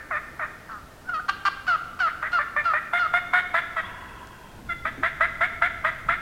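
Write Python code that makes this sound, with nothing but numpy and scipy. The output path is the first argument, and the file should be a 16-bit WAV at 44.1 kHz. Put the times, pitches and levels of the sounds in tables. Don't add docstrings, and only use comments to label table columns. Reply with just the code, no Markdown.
import sys
import numpy as np
from scipy import signal
from scipy.fft import rfft, irfft
from scipy.io import wavfile

SR = 44100
rng = np.random.default_rng(int(sys.argv[2]) if len(sys.argv) > 2 else 0)


def inscribe(sig):
    pcm = np.round(np.clip(np.atleast_2d(sig).T, -1, 1) * 32767)
    wavfile.write(sys.argv[1], SR, pcm.astype(np.int16))


def nominal_scale(level):
    x = np.asarray(level, float) / 20
    return 10 ** x


N = 273854
LEAD = SR // 4


def rms_one(x):
    return x / np.sqrt(np.mean(x ** 2) + 1e-20)


def in_time(rows, t):
    s, *columns = np.transpose(rows)
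    return [np.interp(t, s, c) for c in columns]


def at_hz(points, hz):
    table_hz, table_db = np.transpose(points)
    return np.interp(np.log(hz), np.log(table_hz), table_db)


def band(x, low_hz, high_hz):
    return signal.sosfilt(signal.butter(2, [low_hz, high_hz], "band", fs=SR, output="sos"), x)


def wobble(size, rate_hz, count=1):
    low = signal.butter(2, rate_hz, fs=SR)
    run_in = int(SR / rate_hz)
    noise = rng.standard_normal((count, size + run_in))
    return rms_one(signal.lfilter(*low, noise)[:, run_in:]).squeeze()


def span(rows):
    t = np.arange(round(rows[0][0] * SR), round(rows[-1][0] * SR)) / SR
    return t, np.clip(np.minimum(t - t[0], t[-1] - t) / 0.001, 0, 1)


def add(out, t, note):
    at = round(t[0] * SR) + LEAD
    out[at:at + len(note)] += note


def air():
    # hz, relative_db (per Hz)
    hiss_spectrum = [(35, -6.5), (60, -5), (320, -8), (423, -10.5), (533, -11.5), (705, -11.5),
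                     (953, -13.5), (1260, -22), (1550, -18), (2050, -22), (15500, -35)]
    hiss_db = -48.5
    hz = np.maximum(np.arange(N // 2 + 1) * SR / N, 1)
    spectrum = rfft(rng.standard_normal(N)) * nominal_scale(at_hz(hiss_spectrum, hz))
    return nominal_scale(hiss_db) * rms_one(irfft(spectrum, N))


def breeze():
    # time_s, level_db
    buffeting = [(0.0, -65), (0.22, -53), (2.87, -55), (2.94, -61), (3.13, -50), (3.74, -53), (3.86, -46),
                 (4.36, -52), (4.67, -44.5), (5.08, -45), (6.04, -47), (6.09, -38), (6.21, -51)]
    buffet_db, = in_time(buffeting, np.arange(N) / SR)
    return rms_one(band(rng.standard_normal(N), 2.1, 114)) * nominal_scale(buffet_db)


def twigs():
    # time_s, peak_db
    tick_rows = [(4.2726, -35), (4.5176, -45)]
    clicks = np.zeros(N)
    for s, peak_db in tick_rows:
        clicks[round(s * SR)] = nominal_scale(peak_db)
    ticks = band(clicks, 3720, 7800)
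    return ticks * clicks.max() / np.abs(ticks).max()


def handling():
    # time_s, level_db
    cloth = [(4.45, -79), (4.6, -52.5), (4.94, -54), (5.1, -66), (5.3, -63)]
    bump_s, bump_db, bump_hz = 4.975, -35.5, 313
    t = np.arange(N) / SR
    rustle_db, = in_time(cloth, t)
    rustle = rms_one(band(rng.standard_normal(N), 170, 320)) * nominal_scale(rustle_db)
    age = np.maximum(t - bump_s, 0) / 0.017
    thud = rms_one(band(rng.standard_normal(N), 0.76 * bump_hz, 1.1 * bump_hz))
    return rustle + nominal_scale(bump_db) * age * np.exp(1 - age) * thud


def far_voice(rows, width_hz, throb_hz, depth):
    out = np.zeros(N + LEAD)
    t, gate = span(rows)
    hz, level_db = in_time(rows, t)
    turn = 2 * np.pi * np.cumsum(hz) / SR
    smear = wobble(len(t), width_hz) * np.cos(turn) + wobble(len(t), width_hz) * np.sin(turn)
    throb = 1 + depth * np.cos(2 * np.pi * throb_hz * t + 2.75 * wobble(len(t), rate_hz=4.0))
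    add(out, t, gate * nominal_scale(level_db) * rms_one(smear * throb))
    return out[LEAD:]


def songbird():
    # time_s, centre_hz, level_db
    song = [(3.83, 3320, -50), (3.866, 3360, -46), (3.9, 3370, -59), (4.6, 3210, -64.5)]
    return far_voice(song, width_hz=80, throb_hz=12.0, depth=.25)


def gobble():
    # time_s, resonance_hz, level_db
    resonance = [(3.83, 1020, -43), (4.208, 1026, -48.5), (4.587, 967, -53.5), (4.631, 992, -66),
                 (4.68, 990, -49)]
    # multiple (of the lowest resonance), relative_db, width_hz
    formants = [(1, 0, 70), (1.55, -5, 120), (2.65, -11, 200)]
    out = np.zeros(N)
    for multiple, band_db, width_hz in formants:
        rows = [(s, multiple * hz, db + band_db) for s, hz, db in resonance]
        out += far_voice(rows, width_hz, throb_hz=22.5, depth=.45)
    return out


def woods(x):
    # hz, t60_s (before the nearer trunks are added)
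    decay = [(600, 2.9), (1400, 2.36), (3500, 1.22), (8000, 0.59)]
    # hz, relative_db
    strength = [(600, -1), (1400, 0), (2700, 6), (3500, 9.5), (8000, -3.5)]
    t = np.arange(int(1.5 * SR)) / SR
    edges = 350 * 2 ** np.arange(0, 5.6, .5)
    tail = 0
    for low, high in zip(edges, edges[1:]):
        hz = np.sqrt(low * high)
        fading_db = at_hz(strength, hz) - 60 * t / at_hz(decay, hz)
        tail = tail + band(rng.standard_normal(len(t)), low, high) * nominal_scale(fading_db)
    near = nominal_scale(6 - 60 * t / .45)
    tail = tail * (1 + near) * (1 - .8 * np.exp(-t / .015))
    return signal.fftconvolve(x, tail / np.sqrt(np.sum(tail ** 2)))[:len(x)]


def voiced(t, f0, colour_db, rasp_db, half_db, edge_db, scatter):
    phase = 2 * np.pi * np.cumsum(f0 * (1 + 0.0099 * wobble(len(t), rate_hz=72.3))) / SR
    order = np.arange(2, int(28000 / f0.max()))[:, None] / 2
    steady = nominal_scale(colour_db(order, order * f0) + np.where(order % 1, half_db, 0))
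    unsettled_db = edge_db[0] * np.exp(-(t - t[0]) / 0.011) + edge_db[1] * np.exp((t - t[-1]) / 0.018)
    noisy = nominal_scale(colour_db(0, order * f0) + rasp_db + unsettled_db)
    blur = wobble(len(t), f0.mean() / 5, count=2 * len(order))
    turn = order * phase + scatter * rng.uniform(0, 2 * np.pi, order.shape)
    wave = (steady + noisy * blur[::2]) * np.cos(turn) + noisy * blur[1::2] * np.sin(turn)
    return wave.sum(axis=0) / np.sqrt(np.sum(steady ** 2 / 2 + noisy ** 2, axis=0))


def clear_yelp(s, length, db, top_hz, end_hz, upper_db):
    lead_in_s, lead_in_hz, bite_s = 0.012, 1141, 0.0048
    faint_db = db - 12.5
    bright_db, dull_db = upper_db + 4, upper_db - 7.5
    return [(s - lead_in_s, lead_in_hz, faint_db, bright_db),
            (s - bite_s / 2, top_hz, faint_db, bright_db),
            (s + bite_s / 2, top_hz, db, upper_db),
            (s + length - bite_s, end_hz, db - 1.5, dull_db),
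            (s + length, end_hz, faint_db, dull_db)]


def cluck(s, length, hz, db, rise_db, fall_db):
    rise_share, arch_hz = 0.44, 72.2
    upper_db, dull_db = -9.5, -17.5
    low_hz = hz - arch_hz
    return [(s, low_hz, db - rise_db, dull_db),
            (s + rise_share * length, hz, db, upper_db),
            (s + length, low_hz, db - fall_db, dull_db)]


def hen(notes, order, rasp_db, between_db=0):
    # hz, relative_db
    throat = [(350, -29), (680, -14), (950, -4), (1250, 8), (1500, 4), (2100, -15.5), (2850, -12.5),
              (3600, -24.5), (4400, -18.5), (5500, -31), (12000, -57)]
    echo_s, echo_db = .017, -19
    out = np.zeros(N + LEAD)
    for rows in notes:
        t, gate = span(rows)
        line_hz, level_db, upper_db = in_time(rows, t)

        def colour_db(k, hz):
            treble_db = (upper_db + 12.5) * np.clip((hz - 1700) / 700, 0, 1)
            breath_db = np.where(k == 0, 5 * np.log2(hz / 1400), 0)
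            weak_db = np.where(2 * k % order, between_db, 0)
            return at_hz(throat, hz) + treble_db + breath_db + weak_db

        note = voiced(t, line_hz / order, colour_db, rasp_db, half_db=-42, edge_db=(13, 4), scatter=0.19)
        add(out, t, gate * nominal_scale(level_db) * note)
    lag = round(echo_s * SR)
    return out + nominal_scale(echo_db) * np.r_[np.zeros(lag), out[:-lag]]


def hen_calls():
    # time_s, sixth_partial_hz, level_db, upper_db
    soft = [
        [(0.69, 1368, -37.5, -32), (0.72, 1338, -36, -17.5), (0.755, 1225, -37, -38), (0.8, 1177, -48, -17),
         (0.81, 1170, -63, -15)],
    ]
    # time_s, second_partial_hz, level_db, upper_db
    whistle = [(1.045, 1410, -51, -26), (1.067, 1448, -45, -28), (1.083, 1534, -38, -30),
               (1.095, 1450, -24, -19.5), (1.117, 1445, -34.5, -31), (1.135, 1403, -26.5, -32),
               (1.143, 1293, -24.5, -13), (1.165, 1245, -27, -13), (1.187, 1220, -28, -33),
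               (1.199, 1506, -29, -36), (1.215, 1480, -44, -28)]
    # start_s, length_s, fourth_partial_hz, level_db, rise_db, fall_db
    sharp = [(1.282, .031, 1582, -17, 13, 18), (1.451, .036, 1607, -20, 0, -1.5)]
    # onset_s, length_s, level_db, onset_second_partial_hz, end_second_partial_hz, upper_db
    falling = [(1.679, 0.085, -19.5, 1494, 1247, -13.5), (2.002, 0.085, -20.5, 1501, 1244, -13),
               (2.33, 0.065, -20.5, 1455, 1294, -14), (2.654, .074, -21, 1419, 1247, -16),
               (2.994, 0.079, -21.5, 1443, 1267, -16.5)]
    clear = hen([whistle] + [clear_yelp(*row) for row in falling], order=2, rasp_db=-20)
    clucks = hen([cluck(*row) for row in sharp], order=4, rasp_db=-16)
    return clear + clucks + hen(soft, order=6, rasp_db=-16, between_db=-4)


def raspy_call():
    # start_s, length_s, level_db, settled_pitch_hz, glide_to_end_hz, opened_chamber_hz
    yelps = [(0.104, 0.088, -26.5, 591.4, -18, 1620), (0.388, 0.078, -28.5, 606.3, -48, 1540),
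             (2.061, 0.051, -29.5, 685, 5, 1710), (2.22, 0.073, -26, 632.6, 49.5, 1760),
             (2.381, 0.055, -23, 595.5, 23, 1680), (2.558, 0.062, -21.5, 603.7, -8, 1970),
             (2.729, 0.062, -20.5, 612, 47, 1770), (2.928, 0.071, -19, 704.4, 5.5, 1730),
             (3.132, .062, -17.5, 706, 13.5, 1730), (3.329, 0.082, -16.5, 724, 3.5, 1674),
             (3.536, .072, -18.5, 672.2, 24, 1733), (3.759, 0.058, -21.5, 631.6, -12.5, 1682),
             (4.686, 0.05, -28, 677, 4.5, 1836), (4.847, .053, -23.5, 651, 41, 1820),
             (5.026, 0.066, -19.5, 668, 54.5, 1830), (5.201, 0.068, -17.5, 662.7, 48, 1810),
             (5.404, 0.066, -17.5, 697.7, 45, 1820), (5.614, 0.068, -17.5, 691.7, 54, 1810),
             (5.84, 0.066, -18.5, 654.3, 12, 1780), (6.082, .077, -19.5, 682, 54, 1760)]
    rasps = [-11, -10, -8, -9, -11, -16, -14, -16, -18, -12, -9, -15, -25, -10, -9, -12, -11, -11, -11, -8]
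    run_starts_s = [-1, 2, 2.9, 3.7, 4.6, 4.8]
    # above_3_khz_db, level_sag_db_per_s, first_partial_db (before a 6.5 dB lift),
    # strongest_half_pitch_db, scoop_from_below_hz (negative: drops into pitch)
    runs = [(-10.5, -28, -9, -41, -240), (-8, 55, -13.5, -36, 40), (1.5, 55, -8.5, -3.5, 15),
            (-0.5, 60, -12.5, -26, -71), (2.5, -40, -18.5, -30, -50), (-1, 92, -9.5, -14.5, 68)]
    # hz, relative_db
    body = [(500, -83), (900, -4), (1300, -2), (2150, -2.5), (2700, -21), (3000, -22), (3600, -17.5),
            (4200, -36.5), (4900, -37.5), (6000, -48), (7300, -42.5), (14000, -48.5)]
    settle_s, scoop_decay_s = 0.0205, .013
    curl_share, curl_s = .55, .013
    attack_s, attack_db = .007, 20
    bite_db, bite_s = 3.5, .006
    release_share, release_db = 0.27, 8.5
    half_rasp_db, half_per_rasp = -11, 6
    first_fade_db_per_s = 173
    shut_share, open_s, creep_hz_per_s = 0.54, 0.011, 1000
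    high_rasp_db = 3
    valley_db, valley_hz = 4, 1230
    out = np.zeros(N + LEAD)
    earlier = (yelps[0][0] - .28, *yelps[0][1:])
    for row, rasp_db in zip([earlier, *yelps], [rasps[0], *rasps]):
        s, length, db, pitch_hz, glide_hz, open_hz = row
        manner = runs[np.searchsorted(run_starts_s, s) - 1]
        bright_db, sag_db_per_s, first_start_db, half_db, scoop_hz = manner
        half_db -= half_per_rasp * max(half_rasp_db - rasp_db, 0)
        t, gate = span([(s,), (s + length,)])
        age = t - s
        f0 = pitch_hz + glide_hz * np.clip((age - settle_s) / (length - settle_s), 0, 1)
        f0 -= scoop_hz * np.exp(-age / scoop_decay_s)
        f0 += curl_share * max(-scoop_hz, 0) * np.exp((age - length) / curl_s)
        level_db = db - sag_db_per_s * age
        level_db -= attack_db * np.sqrt(np.clip(1 - age / attack_s, 0, 1))
        level_db += bite_db * (scoop_hz > 0) * np.exp(-np.abs(age - attack_s) / bite_s)
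        level_db -= release_db * np.clip(1 - (1 - age / length) / release_share, 0, 1)
        first_db = first_start_db - first_fade_db_per_s * np.maximum(age - settle_s, 0)
        chamber_hz = open_hz * (1 - shut_share * np.exp(-age / open_s))
        chamber_hz += creep_hz_per_s * (age - length / 2)

        def colour_db(order, hz):
            is_rasp = order == 0
            chamber_db = 8 * np.exp(-((hz - chamber_hz) / 400) ** 2)
            chamber_db += 0.0099 * (chamber_hz - 1620) * np.log2(np.clip(hz, 900, 2500) / 1620)
            treble_db = bright_db + np.where(is_rasp, high_rasp_db, 0)
            treble_db = treble_db * np.clip((hz - 2500) / 500, 0, 1)
            dip_db = np.where(is_rasp, valley_db, 0) * np.clip((valley_hz - hz) / 200, 0, 1)
            return np.where(order == 1, first_db + 6.5, at_hz(body, hz) + chamber_db + treble_db - dip_db)

        note = voiced(t, f0, colour_db, rasp_db, half_db, edge_db=(11, 14), scatter=0.94)
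        add(out, t, gate * nominal_scale(level_db) * note)
    return out


def scene():
    voices = raspy_call() + hen_calls()
    too_small_for_bass = signal.butter(6, 480, "high", fs=SR, output="sos")
    voices = signal.sosfilt(too_small_for_bass, voices)
    near = (voices + nominal_scale(-12.5) * woods(voices))[LEAD:]
    far = gobble() + songbird()
    return (near + far + air() + breeze() + handling() + twigs())[None]


def top_cut(x):
    return signal.sosfilt(signal.butter(12, 16010, fs=SR, output="sos"), x)


def record(dry):
    return top_cut(dry)


dry = scene()
out = record(dry)
inscribe(out)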